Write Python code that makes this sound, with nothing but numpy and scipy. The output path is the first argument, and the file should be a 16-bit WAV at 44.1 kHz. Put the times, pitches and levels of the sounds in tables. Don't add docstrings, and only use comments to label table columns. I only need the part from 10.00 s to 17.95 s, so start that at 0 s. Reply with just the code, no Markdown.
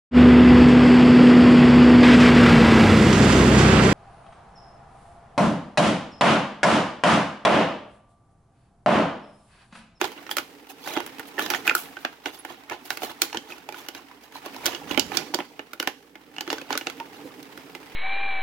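import sys
import numpy as np
from scipy import signal
from scipy.fft import rfft, irfft
from scipy.io import wavfile

SR = 44100
rng = np.random.default_rng(int(sys.argv[2]) if len(sys.argv) > 2 else 0)


def bounce(signal):
    frames = np.transpose(np.atleast_2d(signal))
    limited = np.clip(frames, -1, 1)
    pcm = np.round(limited * 32767).astype(np.int16)
    wavfile.write(sys.argv[1], SR, pcm)


N = 350595
TIME = np.arange(N) / SR


def gain(db):
    return 10 ** (np.asarray(db) / 20)


def unit(x):
    return x / np.sqrt(np.mean(x ** 2))


def panned(x, pan_db):
    return x * unit(gain(np.array([[pan_db], [-pan_db]]) / 2))


def stereo_noise(size, likeness):
    mid, side = rng.standard_normal((2, size))
    return np.sqrt((1 + likeness) / 2) * mid + np.sqrt((1 - likeness) / 2) * np.array([side, -side])


def colour(x, points, size=1024):
    hz, db = np.transpose(points)
    grid_hz = np.maximum(np.arange(size // 2 + 1) * SR / size, 1)
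    curve = gain(np.interp(np.log(grid_hz), np.log(hz), db))
    cepstrum = irfft(np.log(curve))
    cepstrum[1:size // 2] *= 2
    cepstrum[size // 2 + 1:] = 0
    response = irfft(np.exp(rfft(cepstrum)))
    return signal.fftconvolve(x, response[None], axes=1)[:, :x.shape[1]]


def wander(rate, size):
    knots = rng.standard_normal(int(size / SR * rate) + 2)
    return np.interp(np.arange(size) / SR * rate, np.arange(len(knots)), knots)


def add(out, start_s, x):
    i = max(int(start_s * SR), 0)
    out[:, i:i + x.shape[1]] += x[:, :max(N - i, 0)]


def hit_level(x, db):
    return x * gain(db) / np.sqrt(np.mean(x[:, :SR // 100] ** 2))


# time in seconds, left minus right level in dB.
PACK_POSITION = [(0, -5.5), (4.6, -5.5), (4.92, -11), (5.18, -10.5), (5.35, -5), (7.95, -4.5)]


def pack_pan(s):
    return np.interp(s, *np.transpose(PACK_POSITION))


# time in seconds, rubbing in dB, rumble in dB.
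HAND_EFFORT = [(0.0, -46, -50), (0.73, -54.5, -53), (1.0, -46, -47), (1.39, -48.5, -47.5),
               (1.59, -42.5, -42.5), (1.79, -44, -48), (2.26, -53.5, -59.5), (3.19, -49, -52),
               (4.27, -53, -56), (4.6, -42, -47.5), (5.05, -46, -44.5), (5.27, -47, -45.5),
               (5.47, -52.5, -52.5), (6.11, -58.5, -57), (6.4, -54.5, -50.5), (6.62, -48.5, -51),
               (7.24, -49, -46.5), (7.95, -48, -49.5)]


def handling(s):
    times, rub_db, rumble_db = np.transpose(HAND_EFFORT)
    return np.interp(s, times, rub_db), np.interp(s, times, rumble_db)


# frequency in Hz, level in dB.
RASP_TONE = [(50, -9.5), (200, -1.5), (550, -7), (800, 4.5), (1100, -0.5), (1500, -2), (2000, -1),
             (2800, -3), (4000, -8.5), (6000, -19), (9000, -44.5)]
HISS_TONE = [(2000, -26), (5000, 3.5), (6500, -1), (8500, -4), (11500, -3.5), (15500, -1.5), (20000, 6.5)]
RUMBLE_TONE = [(20, -39), (55, -52), (85, -22.5), (150, -7.5), (220, -8.5), (285, 6.5), (340, -5.5),
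               (450, 0), (620, -15), (1200, -35)]


def rubbing(hiss_offset_db=-5):
    rub_db, rumble_db = handling(TIME)
    slips = grains(per_second=180, spread_db=3, decay_s=0.004, steady=0.4)
    friction = stereo_noise(N, 0.14) * slips + 0.28 * chatter(count=5000)
    rasp = unit(colour(friction, RASP_TONE)) * gain(rub_db)
    fine_friction = stereo_noise(N, 0.05) * (slips + 0.51)
    hiss = unit(colour(fine_friction, HISS_TONE)) * gain(rub_db + hiss_offset_db)
    rumble = unit(colour(stereo_noise(N, 0.99), RUMBLE_TONE, size=8192))
    rumble *= gain(rumble_db + 2.4 * wander(35, N))
    return panned(rasp, -3.5) + panned(hiss, -1.15) + panned(rumble, -5.5)


def grains(per_second, spread_db, decay_s, steady):
    size = gain(spread_db * np.minimum(rng.exponential(size=N), 4))
    slips = (rng.random(N) < per_second / SR) * size ** 2
    power = signal.lfilter([1], [1, -np.exp(-1 / (decay_s * SR))], slips)
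    return unit(np.sqrt(power / power.mean() + steady))


def chatter(count, ring_s=0.0058, spread_db=3):
    out, t = np.zeros((2, N)), np.arange(SR // 40) / SR
    rise_s = lag_range_s = 20 / SR
    fade = np.exp(-t / ring_s) * (1 - np.exp(-t / rise_s))
    for when, pitch, size, lag in rng.random((count, 4)):
        hz = 600 + 6400 * pitch ** 1.5
        lead_s = np.array([[0], [lag_range_s * (lag - 0.5)]])
        strength = gain(-spread_db * np.log(1 - 0.98 * size))
        add(out, when * N / SR, strength * np.sin(2 * np.pi * hz * (t + lead_s)) * fade)
    return unit(out)


def hum(hz=60, db=-75):
    tone = unit(np.sin(2 * np.pi * hz * TIME))
    return panned(gain(db + 1.1 * wander(7.6, N)) * tone, -7)


# frequency in Hz, level in dB.
BODY_TONE = [(50, -41.5), (130, -19.5), (210, -7.5), (290, 3.5), (420, 0.5), (620, -5.5), (900, -17.5),
             (2000, -70)]
PANEL_TONE = [(200, -39.5), (550, -11), (800, 5), (1050, -3), (1400, 3.5), (1900, -1), (2900, -1),
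              (3600, -9), (7000, -65.5)]
CRACK_TONE = [(1200, -74.5), (2700, -4), (3400, 3), (5000, 3), (6500, 0), (8000, -11), (12000, -29.5)]
SIZZLE_TONE = [(3000, -89), (7000, -1.5), (8700, -3), (11500, 4), (15500, 1.5), (20000, -8)]
# start in seconds, level in dB, ringing pitch in Hz, then body,
# crack and sizzle in dB compared with that level, and the share of the panel's sound that rings (0-1).
BUCKLES = [(0.0133, -20, 1870, -4, -9, -15, .05), (0.0421, -25.5, 840, -13, -7, -19, .5),
           (0.0515, -32, 990, -15, -5, -18, 0.85), (.265, -40.5, 1810, -7, -8, -22, 0.27),
           (0.2918, -36, 1290, -12, -16, -26, 0.31), (.3119, -27.5, 3170, -18, -6, -18, .3),
           (0.3678, -25.5, 1340, -10, -3, -1, 0.43), (0.3827, -22.5, 3020, -14, -6.5, -12, 0.09),
           (0.8739, -33.5, 2080, -3, -8, -25, .1), (0.9659, -28, 1350, 1.5, -11, -23, 0.5),
           (.9726, -25, 850, -14, -16, -26, 0.54), (1.0022, -31.5, 950, -3, -10.5, -13, 0.45),
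           (1.0624, -39, 1650, -11, -6.5, 0, 0.16), (1.1946, -34, 1830, -5.5, -11, -6.5, .35),
           (1.3794, -32.5, 1770, 1, -20, -25, 0.41), (1.3878, -27, 1680, -8, -14, -16, 0.5),
           (1.3929, -23.5, 1470, -8, -15, -12, 0.19), (1.461, -32, 1770, -10, -1, -10, .1),
           (1.5014, -24.5, 2420, -25, -3, -4, 0.17), (1.5362, -23.5, 3320, -12, -12, -23, .1),
           (1.5473, -25, 1840, -18, -10, -18, 0.4), (1.669, -28.5, 1280, -26, -6, -6, .05),
           (1.6766, -15, 2480, -19, -15, -14, .7), (1.695, -15.5, 2410, -29, -13.5, -34, 0.59),
           (1.7114, -22, 1415, -12, -22, -25, 1), (1.7506, -18.5, 1410, -16, -8, -2.5, 0.94),
           (1.9686, -33, 1540, -13, -20, -30, .75), (2.049, -21.5, 1590, -12.5, -14, -25, 0.24),
           (2.2578, -26.5, 3170, -8, -9.5, -21, 0.12), (2.4487, -34, 840, -10, -12.5, -12, 0.28),
           (2.697, -34.5, 2190, -27, -7, -13, .5), (2.9041, -25, 1520, -21, -3.5, -8.5, 0.27),
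           (2.9717, -33.5, 2700, -14, -4.5, -7, 0.17), (3.0193, -32.5, 770, -8, -12, -30, 0.52),
           (3.0314, -30.5, 735, -6.5, -12, -18, 0.54), (3.218, -20.5, 2330, -14.5, 3.5, 0, 0.4),
           (3.328, -33, 2930, -25, -7.5, -23, .15), (3.3456, -29.5, 900, -4, -10, -19, 0.55),
           (3.371, -28, 3110, -13, -4.5, -19, .8), (3.5211, -36, 2540, -10, -14, -29, 0.85),
           (3.6887, -31, 830, -12, -12, -16, 0.78), (3.723, -40.5, 2400, -5, -7, -9, 0.43),
           (3.7425, -39, 1450, -14, -12, -28, 0.35), (3.8848, -34, 2880, -8.5, -1.5, -5, .3),
           (3.9481, -36, 1480, -13, -6, -13, 0.11), (4.1117, -45.5, 1000, -13, -16, -28, .55),
           (4.4597, -38.5, 1110, 1, -3.5, -6, 0.9), (4.563, -40, 930, -8, -3, -10, 1),
           (4.657, -27, 3320, -20, 2, 2, .1), (4.6629, -26, 2210, -4, 5, -1, 0.36),
           (4.748, -31.5, 2870, -10, -4.5, -26, 0.74), (4.9102, -27, 2940, -4, -12, -29, 0.82),
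           (4.946, -33, 2350, -17, -11, -24, .3), (4.9753, -17, 3070, -3.5, -12, -17, .4),
           (4.981, -26, 820, -6, -23, -27, 1), (4.995, -23.5, 2970, -29, 6.5, -4, 0.78),
           (5.118, -31, 800, -16, -14, -33, 0.43), (5.1705, -24.5, 2350, -8.5, 7, -5, 0.57),
           (5.3388, -27.5, 910, -6.5, -10, -18, 0.55), (5.344, -28.5, 3080, -5, 6, -4.5, 0.37),
           (5.388, -29, 960, -1.5, -16, -19, 0.78), (5.403, -30, 810, -5, -30, -24, 0.4),
           (5.5925, -33, 2850, -4, -15, -25, 0.054), (5.7324, -36, 1376, -9, -7, -6.5, .55),
           (5.799, -26, 3000, -7.5, -1.5, -8, 0.45), (5.826, -31, 1460, -9, -6, -8, .2),
           (5.8734, -21, 1030, -10, -6.5, -12, 0.11), (6.154, -42, 2130, -5.5, -14, -19, 0.11),
           (6.3633, -38.5, 2760, -21, -9, -22, .4), (6.3828, -31, 2820, -24, -11.5, -27, 0.53),
           (6.4075, -30, 3010, -10.5, -2, -9.5, .3), (6.476, -33, 1350, -0.5, -11, -22, .25),
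           (6.5018, -27.5, 2860, -7, -1, -20, 0.44), (6.5279, -28.5, 910, -2, -4, -15, .1),
           (6.582, -35.5, 1525, -9, -5, -21, 0.66), (6.6135, -38.5, 2520, -3, -7, -13, 0.39),
           (6.705, -26.5, 950, -6.5, -12, -20, 0.4), (6.727, -29, 3000, -23, -0.5, -16, 0.09),
           (6.7525, -29, 1284, -4, -8, -28, 0.33), (6.7751, -30, 1460, -15, 2, 1.5, 0.31),
           (6.8108, -34, 2860, -6, -11, -26, 0.48), (6.869, -26.5, 2760, -7, -4, -27, .3),
           (6.8982, -35, 1320, -24, -4.5, -11, .3), (6.999, -35, 1850, -6.5, -10, -16, .2),
           (7.4271, -49.5, 1370, -13, 2, -1, .15), (7.5744, -41.5, 1420, -8, -8, -9, .2),
           (7.7495, -36.5, 2100, -6, -8, -12.5, 0.17)]


def snaps(middling_decay_s=0.0018, middling_db=-28, halving_db=25, body_s=0.0086):
    out, t = np.zeros((2, N)), np.arange(SR // 14) / SR
    flutter = gain(-23) * np.exp(-t / 0.018)
    for s, db, hz, body_db, crack_db, sizzle_db, ring_share in list(BUCKLES) + crinkles():
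        decay_s = middling_decay_s * 2 ** ((middling_db - db) / halving_db)
        onset = 1 - np.exp(-(t / (0.38 * decay_s)) ** 2)
        fade = onset * (np.exp(-t / decay_s) + flutter)
        ring_fade = onset * np.exp(-t / (1.84 * decay_s))
        body_fade = onset * np.exp(-t / body_s)
        phase = 2 * np.pi * np.cumsum(hz * (1 + 0.029 * wander(890, len(t)))) / SR
        ring = hit_level((np.sin(phase) * ring_fade)[None], 0)
        panel = hit_level(colour(stereo_noise(len(t), 0.35) * fade, PANEL_TONE), 0)
        body = hit_level(colour(stereo_noise(len(t), 0.96) * body_fade, BODY_TONE), body_db)
        crack = hit_level(colour(stereo_noise(len(t), 0.054) * fade, CRACK_TONE), crack_db)
        sizzle = hit_level(colour(stereo_noise(len(t), 0.054) * fade, SIZZLE_TONE), sizzle_db)
        sheet = np.sqrt(ring_share) * ring + np.sqrt(1 - ring_share) * panel + body + crack
        add(out, s, gain(db) * (panned(sheet, pack_pan(s)) + panned(sizzle, 0.26 * pack_pan(s))))
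    return out


def strain(swell_s=0.0018, offset_db=-14):
    levels, t = np.zeros((3, N)), np.arange(SR // 80) / SR
    swell = np.exp((t - t[-1]) / swell_s)
    for s, db, _, _, crack_db, sizzle_db, _ in BUCKLES:
        peaks = gain(db + offset_db + np.array([0, crack_db, sizzle_db]))
        add(levels, s - t[-1], np.outer(peaks, swell))
    noise = stereo_noise(N, 0.67)
    tones = (PANEL_TONE, CRACK_TONE, SIZZLE_TONE)
    return sum(level * unit(colour(noise, tone)) for level, tone in zip(levels, tones))


def crinkles(count=26, low_hz=798, high_hz=3130, body_db=-7.5, crack_db=-6.5, sizzle_db=-8):
    rows = []
    for when, force, pitch, ringing in rng.random((count, 4)):
        s = when * N / SR
        rub_db, _ = handling(s)
        db = rub_db + 0.5 + 3 * (2 * force - 1)
        hz = low_hz * (high_hz / low_hz) ** pitch
        rows.append((s, db, hz, body_db, crack_db, sizzle_db, 0.3 * ringing))
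    return rows


# start in seconds, pitch in Hz, level in dB, decay time in seconds.
BUMPS = [(0.013, 265, -31, 0.011), (3.373, 236, -25, 0.0066), (4.977, 270, -17, 0.008),
         (5.158, 228, -35, 0.017), (6.526, 448, -30, 0.014)]


def thuds():
    out, t = np.zeros((2, N)), np.arange(SR // 8) / SR
    for s, hz, db, decay_s in BUMPS:
        onset = 1 - np.exp(-2 * hz * t)
        boom = np.sin(2 * np.pi * hz * t) * onset * np.exp(-t / decay_s)
        add(out, s, panned(gain(db) * boom, pack_pan(s)))
    return out


# time of the hardest push in seconds, length in seconds,
# level in dB, hiss in dB compared with that level.
SCRAPES = [(0.042, 0.042, -29, -11.5), (0.178, 0.026, -40, -23), (0.316, 0.016, -36.5, 6),
           (0.387, 0.026, -34, -7), (0.703, 0.02, -42.5, 0.5), (0.879, 0.089, -36.5, -4),
           (0.939, 0.02, -40.5, -5), (0.971, 0.044, -31.5, -26), (1.204, 0.015, -40.5, -12),
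           (1.277, 0.017, -49.5, 6.5), (1.418, 0.053, -28.5, -7.5), (1.51, 0.021, -28, -12),
           (1.55, .042, -31.5, -8.5), (1.667, 0.026, -31.5, -12), (1.785, 0.052, -42.5, 9),
           (2.013, 0.021, -56, 6), (2.271, 0.028, -31.5, -13.5), (2.347, 0.054, -50.5, 2),
           (2.501, 0.069, -40.5, -13.5), (2.719, 0.039, -31.5, -18.5), (2.858, 0.02, -44, 0.5),
           (2.922, 0.048, -42, -1), (3.038, 0.032, -33, -1.5), (3.1, 0.026, -36.5, -8),
           (3.236, 0.032, -34.5, -4), (3.357, 0.019, -34, -19), (3.509, 0.073, -42, -10),
           (3.782, 0.073, -42.5, -5), (3.973, 0.045, -43, -10), (4.238, 0.034, -50, -4),
           (4.358, 0.033, -40.5, -6), (4.459, .025, -37, -17), (4.665, 0.047, -28.5, -12),
           (4.732, 0.039, -37.5, -15), (4.914, 0.051, -30, -15), (5.154, 0.069, -29, -12.5),
           (5.4, 0.024, -35, -21), (5.85, 0.058, -44, -26), (6.521, .07, -35, -11),
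           (6.725, 0.043, -31, -16), (7.155, 0.043, -44.5, -10)]


def scrapes(swell_share=0.37, body_db=-6):
    push, hiss_level = np.zeros((2, N))
    for s, length_s, db, hiss_db in SCRAPES:
        swell_s, fade_s = swell_share * length_s, (1 - swell_share) * length_s
        near = slice(max(int((s - 0.2) * SR), 0), int((s + 0.3) * SR))
        from_peak_s = TIME[near] - s
        stroke = gain(db) * np.exp(-np.maximum(-from_peak_s / swell_s, from_peak_s / fade_s))
        push[near] += stroke
        hiss_level[near] += gain(hiss_db) * stroke
    slips = grains(per_second=700, spread_db=2.5, decay_s=0.00089, steady=0.14)
    friction = stereo_noise(N, 0.31) * slips + 0.71 * chatter(count=4500)
    rasp = unit(colour(friction, RASP_TONE))
    body = gain(body_db) * unit(colour(stereo_noise(N, 0.94) * slips, BODY_TONE, size=4096))
    hiss = hiss_level * unit(colour(stereo_noise(N, 0.034) * (slips + 0.2), SIZZLE_TONE))
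    grit = 0.99 * np.sqrt(push * hiss_level) * unit(colour(friction, CRACK_TONE))
    lean = gain(np.array([[0.5], [-0.5]]) * pack_pan(TIME))
    lean /= np.sqrt(np.mean(lean ** 2, axis=0))
    return lean * (push * (rasp + body) + grit) + panned(hiss, -1.8)


# start in seconds, length in seconds, pitch in Hz, level in dB,
# waver as a share of the pitch.
STICKING_EDGES = [(1.38, 0.018, 1840, -32.5, 0.065), (1.678, 0.033, 2400, -37, 0.074),
                  (1.76, 0.017, 1353, -29.5, 0.052), (2.387, 0.025, 10570, -46, 0.02),
                  (6.998, 0.036, 919, -35, 0.017)]


def squeaks(rough_db=4):
    out = np.zeros((2, N))
    for s, length_s, hz, db, waver in STICKING_EDGES:
        size = int(length_s * SR)
        progress = np.arange(size) / size
        phase = 2 * np.pi * np.cumsum(hz * (1 + waver * wander(900, size))) / SR
        force = np.sqrt(progress) * (1 - progress) * gain(rough_db * wander(524, size))
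        add(out, s, panned(gain(db) * unit(np.sin(phase) * force), pack_pan(s)))
    return out


def drag(peak_s=5.03, swell_s=0.21, db=-45):
    rumble = colour(stereo_noise(N, 0.93), [(20, -14), (110, -7.5), (220, 0), (700, -38)], size=4096)
    swell = np.exp(-((TIME - peak_s) / swell_s) ** 2)
    return panned(gain(db) * unit(rumble) * swell, -7)


# middle of a band in Hz, seconds to fade by 60 dB, level in dB.
ECHO_BANDS = [(149, 0.14, -8), (298, 0.32, -5.5), (610, 0.27, -6), (1180, 0.21, -3.5), (2330, 0.27, -6),
              (4900, 0.49, -9.5), (9500, 0.65, -11), (15000, 0.31, -10)]


def room(x, gap_s=0.0017, early_db=4, early_s=0.015, alike_hz=900):
    t = np.arange(SR // 2) / SR
    hz, fade_s, db = np.transpose(ECHO_BANDS)
    log_hz = np.log(np.maximum(np.arange(len(t) // 2 + 1) * SR / len(t), 1))
    onset = 1 - np.exp(-(t / gap_s) ** 4)
    early_boost = 1 + gain(early_db) * np.exp(-t / early_s)
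    response = 0
    for k, this_band in enumerate(np.eye(len(hz))):
        fade = onset * early_boost * np.exp(-np.log(1000) * t / fade_s[k])
        spectrum = rfft(stereo_noise(len(t), likeness=1 / (1 + (hz[k] / alike_hz) ** 2)))
        band_shape = np.sqrt(np.interp(log_hz, np.log(hz), this_band))
        band = irfft(spectrum * band_shape, len(t))
        response += gain(db[k]) * band * fade / np.sqrt(np.sum(fade ** 2))
    return signal.fftconvolve(x, response, axes=1)[:, :N]


def scene():
    pack = snaps() + strain() + squeaks() + scrapes() + thuds()
    return pack + gain(-3.5) * room(pack) + rubbing() + drag() + hum()


def record(dry, bass_hz=42, top_hz=15900, ceiling=0.9):
    bass_cut = signal.butter(3, bass_hz, "high", fs=SR, output="sos")
    treble_cut = signal.ellip(10, 0.2, 80, top_hz, fs=SR, output="sos")
    rounded = ceiling * np.tanh(signal.sosfilt(bass_cut, dry) / ceiling)
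    return signal.sosfilt(treble_cut, rounded)


dry = scene()
out = record(dry)
bounce(out)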